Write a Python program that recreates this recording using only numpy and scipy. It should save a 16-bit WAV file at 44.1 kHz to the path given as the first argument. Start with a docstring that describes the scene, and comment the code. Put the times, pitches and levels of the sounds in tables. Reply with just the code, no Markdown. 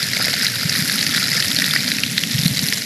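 """Rainwater runs down a hanging metal chain, close to the microphone, outdoors; both channels are alike.
Each splat is a pop of a few cycles with a short spray behind it: dense small ones make the rush,
big ones stand out. Low gulps sound where water closes over pockets of air.
Underneath, falling water drums hollowly, with a few heavier thuds, over the soft wash of rain.
Pops are gliding, decaying sines; sprays and rain are coloured noise."""
import sys
import numpy as np
from scipy import signal
from scipy.fft import rfft, irfft, next_fast_len
from scipy.io import wavfile
from scipy.ndimage import uniform_filter1d, minimum_filter1d, map_coordinates

SR = 44100
rng = np.random.default_rng(int(sys.argv[2]) if len(sys.argv) > 2 else 0)


def transcribe(u):
    """Save the signal u as a 16-bit wav file named by the first command-line argument.

    u: samples, shape (n,) or (channels, n), limited to [-1, 1]; the rate is SR.
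    q: integer samples, one column per channel.
    """
    v = np.clip(np.atleast_2d(u).T, -1, 1)
    q = np.round(v * 32767).astype(np.int16)
    wavfile.write(sys.argv[1], SR, q)


N = 125685  # samples

# Colours: noise density against frequency; only the shape counts.
# Wash of rain: frequency_hz, density_db [dB per Hz]
RAIN_COLOUR = [(25, -86), (110, 6), (350, 2.5), (550, 2), (800, -7), (1100, -11.5), (1800, 4.5),
               (4500, 5.5), (8500, -4), (12500, 1), (15000, -92)]
# Hollow drumming: frequency_hz, density_db [dB per Hz]
DRUM_COLOUR = [(25, -80), (60, -67), (85, -3), (115, -7), (155, -2), (240, 0.5), (300, -2), (380, -19.5),
               (700, -70)]
# Plops off the links: frequency_hz, density_db [dB per Hz]
PLOP_COLOUR = [(500, -16), (1130, -6.5), (1290, 3), (1850, 10.5), (2400, 5.5), (3200, -5.5), (5000, 22),
               (9000, -47)]
# Dull body of the plops: frequency_hz, density_db [dB per Hz]
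LOW_SPLASH_COLOUR = [(200, -29.5), (400, 5), (600, 9), (850, 3), (1200, -57), (2500, -38)]
# Fine spatter: frequency_hz, density_db [dB per Hz]
SPATTER_COLOUR = [(1000, -19), (2000, 4), (3000, -12), (4000, -1), (4900, -1.5), (5500, -0.5), (6300, -7),
                  (7500, -5.5), (8700, -15.5), (12000, -48)]
# Mist of tiny droplets: frequency_hz, density_db [dB per Hz]
MIST_COLOUR = [(5000, -5), (7300, -2), (8700, -4.5), (9800, 6), (11500, 4.5), (12700, 2.5), (13600, -5),
               (15000, -38)]
# Spray of the big splats: frequency_hz, density_db [dB per Hz]
SPRAY_COLOUR = [(400, -15), (1050, -49.5), (1400, -9.5), (1900, 0.5), (3000, -5), (4700, -4), (6500, -13),
                (8700, -40), (11000, -8.5), (15000, -43)]

# Level of the drumming: time_s, level_db
DRUM_LEVEL = [(0, -32), (.5, -31.5), (.8, -30), (1.8, -28.5), (2.2, -30.5), (2.5, -26), (2.85, -34.5)]
# Level of the plops, the larger drops shed by the links, before the gushes: time_s, level_db
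PLOP_LEVEL = [(0, -27), (.1, -29), (.22, -23), (.42, -26), (.53, -27), (.7, -24), (1.0, -28), (1.38, -21),
              (1.53, -29.5), (1.7, -24), (1.95, -28), (2.1, -38.5), (2.85, -50)]
# Level of the fine spatter, before the gushes: time_s, level_db
SPATTER_LEVEL = [(0, -26), (.22, -24), (.41, -24.5), (.49, -27), (.62, -26.5), (.87, -23), (1.1, -25),
                 (1.4, -22.5), (1.53, -23.5), (1.82, -26), (1.94, -23.5), (2.05, -29), (2.19, -27.5),
                 (2.3, -25.5), (2.66, -25.5), (2.76, -26.5), (2.85, -34)]

# Heavy low thuds, level before THUD_DB: start_s, level_db, pitch_hz
THUDS = [(0.6477, -14.5, 155), (0.7861, -14.5, 196), (0.8137, -15, 143), (2.343, -11, 143),
         (2.3853, -9.5, 154), (2.4533, -4, 166), (2.503, -11.5, 130), (2.6276, -14, 154)]
# Gulps over pockets of air, level before GULP_DB: start_s, level_db, pitch_hz, decay_s
GULPS = [(0.1678, -29, 617, 0.0041), (0.2001, -20, 670, 0.00064), (0.2679, -28, 644, 0.0025),
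         (0.2817, -25, 536, 0.0027), (0.3367, -26, 700, 0.0036), (1.3517, -31, 480, 0.0053),
         (1.5871, -29.4, 610, 0.0049), (1.7591, -26.5, 631, 0.00088), (1.8786, -31, 575, 0.0034)]
# Big splats, pop level before the low cut, spray level before SPRAY_DB:
# start_s, level_db, pitch_hz, decay_s, spray_db
SPLATS = [(0.0285, -8.2, 4674, 0.002, -14), (0.1335, -12.0, 1917, 0.0035, -25),
          (0.1686, -10.9, 2211, 0.002, -18), (0.2499, -4.2, 4844, 0.0005, -19),
          (0.2823, -7.1, 1986, 0.0012, -21), (0.3394, -4.9, 4053, 0.0005, -18),
          (0.412, -10.2, 1850, 0.002, -23), (0.4563, -11.7, 2133, 0.002, -20),
          (0.4671, 2, 4000, 0.0005, -13), (0.6946, 2.8, 4844, 0.0003, -19),
          (0.7524, -7.6, 1850, 0.0008, -26), (0.76, -8.6, 4053, 0.0012, -20),
          (0.8765, -7.0, 4200, 0.0008, -22), (0.8962, -10.5, 1722, 0.002, -15),
          (0.9831, -12.3, 4053, 0.0035, -17), (1.0114, -1.4, 4200, 0.0003, -18),
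          (1.0277, -1.8, 4844, 0.0003, -15), (1.0661, -3.1, 4511, 0.0012, -13),
          (1.1458, -15.2, 1850, 0.0035, -19), (1.179, -7.4, 1785, 0.0012, -16),
          (1.2001, -9.5, 4674, 0.002, -22), (1.2291, -7.1, 4200, 0.0008, -28),
          (1.2412, -11.0, 4053, 0.0035, -16), (1.3301, -10.0, 1917, 0.002, -19),
          (1.366, -10.6, 5202, 0.002, -20), (1.4247, -6.1, 3158, 0.0005, -17),
          (1.5155, -6, 3600, 0.0007, -22), (1.5632, -8, 4340, 0.002, -17),
          (1.5685, -5.4, 4353, 0.0012, -20), (1.5872, -10.3, 3774, 0.002, -14),
          (1.6203, -6.6, 1850, 0.002, -16), (1.6421, -4.6, 3642, 0.0008, -18),
          (1.7095, -8.4, 3514, 0.002, -21), (1.7357, -8.3, 1441, 0.0012, -14),
          (1.7613, -2.5, 1917, 0.002, -16), (1.8784, -7.6, 4511, 0.0012, -17),
          (1.9171, -4.1, 3911, 0.0012, -16), (1.9843, -10.2, 2460, 0.0012, -21),
          (2.0352, 1.5, 2650, 0.0005, -12), (2.063, -12.9, 3911, 0.002, -22),
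          (2.1791, -0.5, 3900, 0.0008, -9), (2.2357, -6.7, 1986, 0.002, -12),
          (2.3817, -8.8, 3272, 0.0008, -20), (2.3899, -9.5, 5391, 0.0012, -21),
          (2.4622, -5.9, 3911, 0.0008, -17), (2.592, -5.4, 5020, 0.0008, -25),
          (2.6857, -9.6, 4200, 0.0012, -19), (2.7246, -5.4, 2133, 0.0008, -12),
          (2.7346, 0.1, 4844, 0.0003, -21), (2.8195, -10.3, 4844, 0.0012, -23)]

POP_GLIDE = 0.0045  # share by which a pop's pitch rises per decay time
POP_ATTACK_CYCLES = 0.64
RAIN_DB = -28.5
THUD_DB, THUD_DECAY_S, THUD_ATTACK_CYCLES = -1.5, 0.0084, 1.07
THUD_GLIDE = -0.011  # the pitch of a thud sinks
GULP_DB = 3
PLOP_SPRAY_DB, SPATTER_SPRAY_DB, TICK_SPRAY_DB = 3.5, 3, 5  # relative to their pops
LOW_SPLASH_DB = -22.5  # relative to the plops
MIST_DB, MIST_DRIFT_PER_S, MIST_DRIFT_DB = -32, 10.1, 1.8
GUSH_PER_S, GUSH_DB = 36, 1.0  # the flow comes in quick irregular gushes
SPRAY_RISE_S, SPRAY_DB = 0.00078, 2
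CRACK_HZ, CRACK_DECAY_S, CRACK_DB = 4600, 0.00057, -9.5  # level relative to the pop
# a smaller droplet follows each splat; level and pitch are relative to its pop
REBOUND_S, REBOUND_DB, REBOUND_PITCH, REBOUND_DECAY_S = 0.0028, -5.5, 1.08, 0.0005
SPLAT_LOW_HZ = 1170  # drops this small radiate little below this
LIMIT, LIMIT_RELEASE_S = 0.98, 0.015  # full scale = 1; time to let go by a factor e
TOP_HZ = 15300


def undb(db):
    """Decibels to gain."""
    return 10 ** (np.asarray(db) / 20)


def unit(x):
    """Scale to rms 1."""
    return x / np.sqrt(np.mean(x ** 2))


def noise():
    """White noise of rms about 1, the raw hiss of spray and rain."""
    return rng.standard_normal(N)


def curve(rows):
    """Gain over time from (time_s, level_db) rows."""
    times, levels = np.array(rows).T
    return undb(np.interp(np.arange(N) / SR, times, levels))


def colour(x, points):
    """Causal minimum-phase filter through (frequency_hz, density_db) that keeps white noise's power."""
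    size = 2 * next_fast_len(N // 2 + 4096)
    hz, db = np.array(points, float).T
    bins = np.fft.rfftfreq(size, 1 / SR)
    gain = unit(undb(np.interp(np.log(bins + 1), np.log(hz), db)))
    # folding the cepstrum forward in time makes the filter causal
    cepstrum = irfft(np.log(gain))
    cepstrum[1:size // 2] *= 2
    cepstrum[size // 2 + 1:] = 0
    return irfft(rfft(x, size) * np.exp(rfft(cepstrum)))[:N]


def walk(rate):
    """Smooth random wandering of rms 1, with the given number of knots per second."""
    knots = rng.standard_normal(1024)
    return unit(map_coordinates(knots, [np.arange(N) / SR * rate], order=3, mode="mirror"))


def add(out, start_s, x):
    """Mix x in from a given time."""
    i = int(round(start_s * SR))
    a, b = max(i, 0), min(i + len(x), N)
    if b > a:
        out[a:b] += x[a - i:b - i]


def pop(hz, decay_s, glide, turn, attack_cycles=POP_ATTACK_CYCLES):
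    """A gliding ring that starts within a cycle or two and dies away; its envelope peaks at 1."""
    t = np.arange(int(decay_s * SR * 7) + 16) / SR
    attack = 1 - np.exp(-(t * hz / attack_cycles) ** 2)
    env = attack * np.exp(-t / decay_s)
    cycles = hz * t * (1 + glide * t / decay_s / 2)
    return env / env.max() * np.sin(2 * np.pi * (cycles + turn))


def pops_at(rows, attack_cycles=POP_ATTACK_CYCLES):
    """Sum of pops from (start_s, level_db, pitch_hz, decay_s, glide) rows, each of random phase."""
    out = np.zeros(N)
    for (at, db, hz, decay_s, glide), turn in zip(rows, rng.random(len(rows))):
        add(out, at, undb(db) * pop(hz, decay_s, glide, turn, attack_cycles))
    return out


def spray_shape(rise_s):
    """Spray flies up at once and thins out more slowly; the envelope peaks at 1."""
    u = np.arange(int(rise_s * SR * 7) + 2) / (rise_s * SR)
    return u * np.exp(1 - u)


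def shower(count, low_hz, high_hz, cycles, spread_db, spray_s, spray_db):
    """Drops of random time, size and pitch: their pops with spray, and the envelope of the spray."""
    pops, power = np.zeros(N), np.zeros(N)
    chance = rng.random((count, 5))
    for k, (when, size, pitch, length, turn) in enumerate(chance):
        start = (k + 2 * when - 1) / count * N / SR
        gain = undb(spread_db * (size ** 2 - 1))
        hz = low_hz * (high_hz / low_hz) ** pitch
        decay_s = cycles * 2 ** (2 * length - 1) / hz  # half to twice the given cycles
        add(pops, start, gain * pop(hz, decay_s, POP_GLIDE, turn))
        add(power, start, (gain * spray_shape(spray_s * (.5 + length))) ** 2)
    spray = unit(np.sqrt(power))
    return unit(pops) + undb(spray_db) * spray * noise(), spray


def rain_wash():
    """Soft wash of rain: steady coloured noise."""
    return undb(RAIN_DB) * colour(noise(), RAIN_COLOUR)


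def drumming():
    """Falling water drums on something hollow, as low short pops; now and then a heavier thud."""
    patter, _ = shower(count=300, low_hz=110, high_hz=290, cycles=1.3, spread_db=2,
                       spray_s=0.0095, spray_db=-10)
    rows = [(at, db + THUD_DB, hz, THUD_DECAY_S, THUD_GLIDE) for at, db, hz in THUDS]
    thuds = pops_at(rows, THUD_ATTACK_CYCLES)
    return curve(DRUM_LEVEL) * unit(colour(patter, DRUM_COLOUR)) + thuds


def low_gulps():
    """Water closes over a pocket of air, which rings low and dies away."""
    return pops_at([(at, db + GULP_DB, hz, decay, POP_GLIDE) for at, db, hz, decay in GULPS])


def droplet_mist(spray):
    """Tiny droplets tick and hiss at the top of the spectrum, following the spray of the spatter."""
    ticks, _ = shower(count=500, low_hz=7500, high_hz=12800, cycles=1, spread_db=15,
                      spray_s=0.0005, spray_db=TICK_SPRAY_DB)
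    return unit(colour(unit(ticks) + spray * noise(), MIST_COLOUR))


def low_splash(spray):
    """Dull body of the plops: low noise under the envelope of their spray."""
    return undb(LOW_SPLASH_DB) * unit(colour(spray * noise(), LOW_SPLASH_COLOUR))


def chain_water():
    """Plops, higher and shorter spatter, and mist off the links swell together in quick gushes."""
    plops, plop_spray = shower(count=600, low_hz=1314, high_hz=2820, cycles=3.1, spread_db=6.5,
                               spray_s=0.0017, spray_db=PLOP_SPRAY_DB)
    spatter, spatter_spray = shower(count=800, low_hz=2886, high_hz=6970, cycles=2.6, spread_db=12,
                                    spray_s=0.0013, spray_db=SPATTER_SPRAY_DB)
    mist = droplet_mist(spatter_spray)
    plops = unit(colour(plops, PLOP_COLOUR)) + low_splash(plop_spray)
    flow = curve(SPATTER_LEVEL)
    near = plops * curve(PLOP_LEVEL) + unit(colour(spatter, SPATTER_COLOUR)) * flow
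    # the mist swells with the spatter and wavers on its own as well
    mist_gain = unit(flow ** 1.2) * undb(MIST_DB + MIST_DRIFT_DB * walk(MIST_DRIFT_PER_S))
    return (near + mist * mist_gain) * undb(GUSH_DB * walk(GUSH_PER_S))


def big_splats():
    """Large drops burst: a ringing pop, a bright crack and a puff of spray, then a smaller droplet."""
    spray = np.zeros(N)
    pops, cracks, rebounds = [], [], []
    for at, db, hz, decay, spray_db in SPLATS:
        add(spray, at, undb(spray_db + SPRAY_DB) * spray_shape(SPRAY_RISE_S))
        pops.append((at, db, hz, decay, POP_GLIDE))
        cracks.append((at, db + CRACK_DB, CRACK_HZ, CRACK_DECAY_S, 0))
        rebounds.append((at + REBOUND_S, db + REBOUND_DB, hz * REBOUND_PITCH,
                         REBOUND_DECAY_S, POP_GLIDE))
    low_cut = signal.butter(4, SPLAT_LOW_HZ, "high", fs=SR, output="sos")
    rings = signal.sosfilt(low_cut, pops_at(pops + cracks + rebounds))
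    return rings + colour(spray * noise(), SPRAY_COLOUR)


def scene():
    """Rain and gulps behind, water on the chain in front, drumming below; the same in both ears."""
    background = rain_wash() + low_gulps()
    return np.tile(background + chain_water() + big_splats() + drumming(), (2, 1))


def record(dry):
    """A limiter catches the highest peaks and lets go quickly; the deep bass and the top are cut."""
    bass_cut = signal.butter(3, 58, "high", fs=SR, output="sos")
    x = signal.sosfilt(bass_cut, dry)
    fall = np.arange(N) / SR / LIMIT_RELEASE_S
    over = np.log(np.maximum(np.abs(x[0]) / LIMIT, 1))
    held = np.maximum.accumulate(over + fall) - fall
    # the centred windows (samples) bring the gain down smoothly ahead of each peak
    gain = uniform_filter1d(minimum_filter1d(np.exp(-held), size=41), size=41)
    top_cut = signal.ellip(8, .2, 70, TOP_HZ, fs=SR, output="sos")
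    return signal.sosfilt(top_cut, x * gain)


dry = scene()
out = record(dry)
transcribe(out)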